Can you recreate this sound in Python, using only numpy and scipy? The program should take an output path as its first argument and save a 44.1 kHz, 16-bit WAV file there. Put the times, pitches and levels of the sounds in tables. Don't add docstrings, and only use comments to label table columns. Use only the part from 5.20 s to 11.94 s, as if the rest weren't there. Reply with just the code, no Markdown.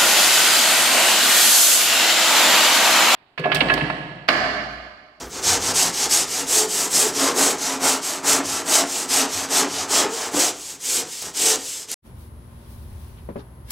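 import sys
import numpy as np
from scipy import signal
from scipy.fft import rfft, irfft, next_fast_len
from scipy.io import wavfile
from scipy.ndimage import uniform_filter1d, map_coordinates

SR = 44100
rng = np.random.default_rng(int(sys.argv[2]) if len(sys.argv) > 2 else 0)


def transcribe(u):
    v = np.clip(np.atleast_2d(u).T, -1, 1)
    q = np.round(v * 32767).astype(np.int16)
    wavfile.write(sys.argv[1], SR, q)


N = 297362
TIME = np.arange(N) / SR

# f/Hz, spectral level/dB
ROOM_NOISE_SPECTRUM = [(22, -48), (42, -21), (57, 1), (80, -19), (200, -11), (1000, -9), (8000, -24),
                       (16000, -62)]
RUMBLE_SPECTRUM = [(24, -55), (42, -12), (58, 5), (80, -7), (130, -29)]
CRUNCH_SPECTRUM = [(1200, -23.5), (2200, -8.5), (3300, -11), (4200, -5), (5200, 0), (6400, 1.5), (8000, -5),
                   (9000, -10.5), (10500, -20), (14000, -35)]
FIZZ_SPECTRUM = [(5000, -25.5), (8000, 4), (9300, -2.5), (11000, -1.5), (13000, -4.5), (14500, -12),
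                 (15800, -26)]
SCRAPE_SPECTRUM = [(900, -22.5), (1700, -7), (2400, -4), (3100, 2.5), (4000, 0), (5200, -3), (7000, -43),
                   (10000, -42)]
# f/Hz, T60/s
ROOM_DECAY = [(150, 0.45), (1000, 0.43), (5000, 0.31), (14000, 0.3)]
# f/Hz, bandwidth/Hz, level/dB
STAND_THUD_MODE = [(94.7, 24, 0)]
STAND_KNOCK_MODE = [(173, 91, 0)]
BOARD_FIRST_MODE = [(269.3, 20, 0)]
BOARD_BOOM_MODES = [(323, 66, -9), (389, 28, -1.5), (432, 15.4, 0.5), (478, 33, -4), (531, 17.4, -5.5)]
BOARD_RASP_MODES = [(599, 68, -1), (748, 71, 3), (854, 87, 3.5), (1062, 155, 0.5), (1170, 122, 2.5),
                    (1377, 79, -2), (1479, 99, -0.5), (1814, 1340, -7)]
BLADE_MODE = [(7620, 1200, 0)]
# centre t/s, duration/s, thud level/dB, knock level/dB
ROCKINGS = [(.3, 0.11, -37, -41), (.48, 0.42, -45, -45), (0.684, 0.1, -52, -37), (1.76, 0.088, -60, -41.5),
            (2.634, .08, -58, -40), (3.31, 0.17, -48, -48), (4.17, .11, -44, -60),
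            (4.567, 0.19, -49.5, -57), (5.147, 0.071, -50, -38), (5.82, .12, -56, -49),
            (6.06, 0.088, -52, -49)]
# centre t/s, duration/s, f/Hz, level/dB
STICK_SLIP_TONES = [(1.407, .16, 432, -26), (1.861, 0.093, 428.4, -24.5), (2.049, 0.087, 271.4, -24.5),
                    (2.08, .11, 1038, -27), (2.22, .06, 273.4, -23), (3.21, 0.052, 276.4, -25.5),
                    (3.35, 0.1, 1341, -35), (3.613, .12, 684, -24.5), (3.634, 0.072, 274, -25.5),
                    (4.03, 0.14, 273.7, -30), (4.454, 0.081, 280.5, -30.5), (4.86, 0.034, 437, -24),
                    (4.924, .06, 441, -27.5), (5.176, .08, 291, -23), (5.265, .1, 739, -31),
                    (6.28, .1, 440, -30)]
# t/s, level/dB, f/Hz, T60/s, noise share (0-1)
TOOTH_SNAGS = [(6.023, -17, 4500, .022, .85), (6.3586, -4, 7200, .002, .1), (6.7164, -4, 9800, .0015, .25)]
# start t/s, duration/s, hiss boost/dB, board boost/dB
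BLADE_CATCHES = [(1.987, 0.031, 1, 3.5), (2.176, 0.031, 0, 2.5), (2.629, 0.036, 1.5, 3.5),
                 (5.19, 0.034, 4, 1), (6.017, 0.071, 3, 12.5), (6.312, 0.026, 1.5, 0.5)]
# start t/s, hiss level/dB, moment of top speed (0-1), fizz level/dB, rasp level/dB,
# boom level/dB, boom growth over the stroke/dB, bite (exponent of hiss against speed)
CUT_STROKES = [(-0.1, -33, 0.46, -20, -36, -36, -17, 1.9), (0.207, -16, 0.48, -10.5, -26, -32, 6, 1.2),
               (0.53, -16, 0.29, -8, -26.5, -35, 2, 0.92), (0.881, -16.5, 0.32, -5.5, -29.5, -36, 2, 1.03),
               (1.252, -17, 0.48, -6.5, -29, -33, 4, 1.2), (1.687, -17.5, 0.37, -5.5, -28, -31.5, 8, 1.04),
               (2.129, -17.5, 0.35, -7, -24.5, -28.5, -5.5, 1.55),
               (2.577, -18.5, 0.41, -8, -25.5, -32.5, -9, 2),
               (3.004, -16.5, 0.46, -5.5, -23.5, -29, 1, 2.9), (3.431, -16, 0.55, -8.5, -24, -31.5, 1, 1.7),
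               (3.867, -16.4, .46, -6.5, -25, -31.5, 6, 1.24), (4.268, -16, .52, -7, -24, -29, 4, 1.84),
               (4.658, -16.5, 0.46, -13, -23.5, -29, 6.5, 2.15),
               (5.106, -20.5, .55, -9, -28, -31, -19, 0.98),
               (5.572, -21.5, .66, -4.5, -40.5, -41.5, 17, 1.67), (6.127, -18, .67, -7.5, -32, -34, 7.5, 1),
               (6.66, -27, 0.37, -6, -45, -42, 8, 1.83)]
RETURN_STROKES = [(0.088, -30, 0.78, -16, -37, -37), (0.39, -20.5, 0.63, -11, -28.5, -33),
                  (0.715, -20, 0.66, -10, -31, -35.5), (1.058, -23.5, 0.55, -7.5, -34, -37.5),
                  (1.468, -21.5, 0.58, -6.8, -32, -37), (1.919, -20.5, 0.51, -8, -25.5, -29),
                  (2.367, -23.5, .44, -8.7, -29, -34.5), (2.808, -25.2, .28, -6, -31.5, -38.4),
                  (3.225, -24, 0.46, -8, -31.5, -36.6), (3.65, -25, 0.58, -11, -34.5, -38),
                  (4.07, -24.5, .58, -9.5, -32.5, -38), (4.463, -24.5, .63, -12, -32, -39.6),
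                  (4.878, -28, 0.54, -23, -32, -40.5), (5.32, -35, .7, -7, -51, -54),
                  (5.844, -33, .42, -9, -52, -57), (6.363, -31.5, .5, -7, -52, -55)]

RETURN_GROWTH_DB, RETURN_BITE = 9, 0.73
TEETH_PER_STROKE, LAST_STOP_S = 95, 6.85
RASP_EXPONENT, BOOM_EXPONENT = 0.72, 0.44
RESONANCE_HZ, RESONANCE_OCTAVES, RESONANCE_DB = 440, 0.41, 3.5
LOOSEST_S, LOOSEST_DB, STIFFER_DB_PER_S = 3.4, .5, 2.5


def amp(db):
    return 10 ** (np.asarray(db) / 20)


def unit(x):
    return x / np.sqrt(np.mean(x ** 2) + 1e-20)


def along(points, hz):
    f, values = np.transpose(points)
    return np.interp(np.log(hz + 1), np.log(f + 1), values)


def filtered(x, response):
    size = next_fast_len(N + SR // 2)
    return irfft(rfft(x, size) * response(np.fft.rfftfreq(size, 1 / SR)), size)[..., :N]


def coloured(x, spectrum):
    return unit(filtered(x, lambda hz: amp(along(spectrum, hz))))


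def resonate(x, modes, order=1):
    def response(f):
        return sum((-1) ** k * amp(db) * 1j * width * f / (centre ** 2 - f ** 2 + 1j * width * f)
                   for k, (centre, width, db) in enumerate(modes))
    return unit(filtered(x, lambda f: response(f) ** order))


def steady(x, span_s):
    power = np.abs(uniform_filter1d(x ** 2, max(int(span_s * SR), 8)))
    return x / np.sqrt(power + .02 * np.mean(power))


def wobble(rate):
    return map_coordinates(rng.standard_normal(2000), [np.arange(N) * rate / SR], mode="wrap")


def linger(gain, life_s):
    keep = np.exp(-1 / (life_s * SR))
    return np.sqrt(signal.lfilter([1 - keep], [1, -keep], gain ** 2))


def room_noise():
    return amp(-54.5) * coloured(rng.standard_normal(N), ROOM_NOISE_SPECTRUM)


def rumble():
    fading_s = np.maximum(TIME - 0.47, 0)
    level_db = -45.5 - 7 * np.minimum(fading_s / .09, 1) - 4.5 * fading_s
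    return amp(level_db) * coloured(rng.standard_normal(N), RUMBLE_SPECTRUM)


def reverberation(x):
    out, hop = np.zeros(N + 2 * SR), SR // 5
    padded = np.pad(x, (hop, 2 * hop))
    for i in range(0, N + hop, hop):
        hz, t, noise = signal.stft(rng.standard_normal(SR // 2), SR, nperseg=256)
        decay = amp(-60 * t / along(ROOM_DECAY, hz)[:, None])
        tail = signal.istft(noise * decay, SR, nperseg=256)[1]
        segment = padded[i:i + 2 * hop] * signal.windows.cosine(2 * hop)
        reflections = signal.fftconvolve(segment, tail / np.linalg.norm(tail))
        out[i:i + len(reflections)] += reflections
    wall_delay = int(.004 * SR)
    return filtered(out[hop - wall_delay:][:N], lambda hz: 1 / (1 + (hz / 9500) ** 4))


def stand(shake):
    follow = unit(shake) ** 0.46
    thud = amp(-60) * follow
    knock = amp(-47 - 1.02 * TIME) * follow
    for centre, length, thud_db, knock_db in ROCKINGS:
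        on = np.abs(TIME - centre) < length / 2
        swell = np.cos(np.pi * (TIME[on] - centre) / length)
        thud[on] = np.hypot(thud[on], amp(thud_db) * swell)
        knock[on] = np.hypot(knock[on], amp(knock_db) * swell)
    return sum(gain * steady(resonate(rng.standard_normal(N), mode, order=2), span_s=0.12)
               for gain, mode in [(thud, STAND_THUD_MODE), (knock, STAND_KNOCK_MODE)])


def snags():
    out, t = np.zeros(N + SR), np.arange(SR // 10) / SR
    for start, db, hz, t60, noisy in TOOTH_SNAGS:
        tick = (1 - noisy) * np.cos(2 * np.pi * hz * t) + noisy * rng.standard_normal(len(t)) / 2
        out[round(start * SR):][:len(t)] += amp(db - 60 * t / t60) * tick
    return out[:N]


def hoots():
    out = np.zeros(N)
    waver = 1 + .015 * wobble(rate=120)
    flutter = amp(1.5 * wobble(rate=90))
    for centre, length, hz, db in STICK_SLIP_TONES:
        on = np.abs(TIME - centre) < length / 2
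        phase = 2 * np.pi * np.cumsum(hz * waver[on]) / SR
        swell = np.cos(np.pi * (TIME[on] - centre) / length) * flutter[on]
        out[on] += amp(db + 1) * swell * (np.sin(phase) + amp(-12) * np.sin(2 * phase))
    return out


def bending_lag(gain, lag_s=0.0071):
    return np.interp(TIME - lag_s, TIME, gain)


def board(drive, tooth_rate, rasp_gain, boom_gain):
    detuning = np.log2((tooth_rate + 1) / RESONANCE_HZ) / RESONANCE_OCTAVES
    resonance = amp(RESONANCE_DB * np.exp(-detuning ** 2))
    shake = linger(bending_lag(boom_gain) * resonance, life_s=0.021)
    swing = amp(LOOSEST_DB - STIFFER_DB_PER_S * np.abs(TIME - LOOSEST_S))
    low = swing * resonate(drive, BOARD_FIRST_MODE) + resonate(drive, BOARD_BOOM_MODES)
    low = filtered(low, lambda hz: 1 / np.sqrt(1 + (215 / (hz + 1)) ** 8))
    soft_drive = signal.sosfilt(signal.butter(2, 8000, fs=SR, output="sos"), drive)
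    boom = amp(-1.16) * shake * steady(unit(low), span_s=0.061)
    rasp_envelope = amp(-0.56) * linger(bending_lag(rasp_gain), life_s=0.013)
    rasp = rasp_envelope * steady(resonate(soft_drive, BOARD_RASP_MODES), span_s=0.039)
    return boom + rasp + stand(shake)


def strokes():
    returns = [(*row, RETURN_GROWTH_DB, RETURN_BITE) for row in RETURN_STROKES]
    rows = np.array(sorted(list(CUT_STROKES) + returns, key=lambda row: row[0]))
    current = np.maximum(np.searchsorted(rows[:, 0], TIME) - 1, 0)
    start, hiss_db, fastest, fizz_db, rasp_db, boom_db, growth_db, bite = rows[current].T
    duration = np.diff(np.append(rows[:, 0], LAST_STOP_S))[current]
    done = np.clip((TIME - start) / duration, 0, 1)
    speed = np.sin(np.pi / 2 * np.minimum(done / fastest, (1 - done) / (1 - fastest)))
    hiss, drag = amp(hiss_db - 2) * speed ** bite, np.ones(N)
    for onset, length, hiss_boost_db, board_boost_db in BLADE_CATCHES:
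        caught = (TIME > onset) & (TIME < onset + length)
        hiss *= amp(hiss_boost_db * caught)
        drag *= amp(board_boost_db * caught)
    hiss = linger(hiss, life_s=0.0054)
    rise_db = growth_db * (done - .5)
    rasp = drag * amp(rasp_db + 0.79 * rise_db) * speed ** RASP_EXPONENT
    boom = drag * amp(boom_db + rise_db) * speed ** BOOM_EXPONENT
    return speed, duration, hiss, amp(fizz_db), rasp, boom


def teeth(rate, jitter=.1, scatter_db=4.5):
    passed = np.cumsum(rate) / SR
    count = int(passed[-1])
    timing, strength = rng.standard_normal((count, 2)).T
    at = np.interp(np.arange(count) + jitter * timing, passed, np.arange(N))
    return np.bincount(at.astype(int), amp(scatter_db * strength), N)


def cells(blows, speed, density, life_s, clumped):
    tearing = steady(signal.lfilter([1], [1, -np.exp(-1 / (life_s * SR))], blows), span_s=0.042)
    expected = density * (.25 + speed) / SR * (1 - clumped + clumped * tearing)
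    pops = rng.random(N) < expected
    return steady(pops * rng.standard_normal(N) * np.sqrt(np.maximum(expected, 1)), span_s=0.018)


def shimmer(x, depth_db=1.6):
    spectrogram = signal.stft(x, nperseg=1024)[2]
    patches = rng.standard_normal(spectrogram.shape)
    for axis in (0, 1):
        patches = uniform_filter1d(patches, size=4, axis=axis)
    gain = unit(amp(depth_db * unit(patches)))
    return signal.istft(spectrogram * gain, nperseg=1024)[1][:N]


def saw():
    speed, duration, hiss_gain, fizz_gain, rasp_gain, boom_gain = strokes()
    tooth_rate = np.pi / 2 * TEETH_PER_STROKE * speed / duration
    blows = teeth(tooth_rate)
    grit = cells(blows, speed, density=40000, life_s=0.00065, clumped=.35)
    crunch = amp(-1.36) * coloured(grit, CRUNCH_SPECTRUM)
    rubbing = cells(blows, speed, density=20000, life_s=.001, clumped=0.37)
    scrape = amp(-11 + .5 * TIME) * coloured(rubbing, SCRAPE_SPECTRUM)
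    ring_db = np.interp(duration, [0.27, 0.211], [-13, -2.5])
    ring = amp(ring_db) * resonate(rng.standard_normal(N), BLADE_MODE)
    fizz = amp(-1) * fizz_gain * speed ** 0.13 * coloured(grit, FIZZ_SPECTRUM)
    resistance = amp(0.8 * wobble(rate=70))
    knocks = steady(unit(blows - uniform_filter1d(blows, size=400)), span_s=0.036)
    tearing = unit(rng.standard_normal(N) * np.abs(grit))
    hiss = hiss_gain * resistance * shimmer(crunch + scrape + ring + fizz)
    return hiss + board(knocks + amp(3.5) * tearing, tooth_rate, rasp_gain, boom_gain) + hoots()


def scene():
    direct = saw() + snags()
    mix = direct + room_noise() + amp(-7) * reverberation(direct) + rumble()
    return np.tile(mix, (2, 1))


def record(dry):
    return filtered(dry, lambda hz: hz < 15800)


dry = scene()
out = record(dry)
transcribe(out)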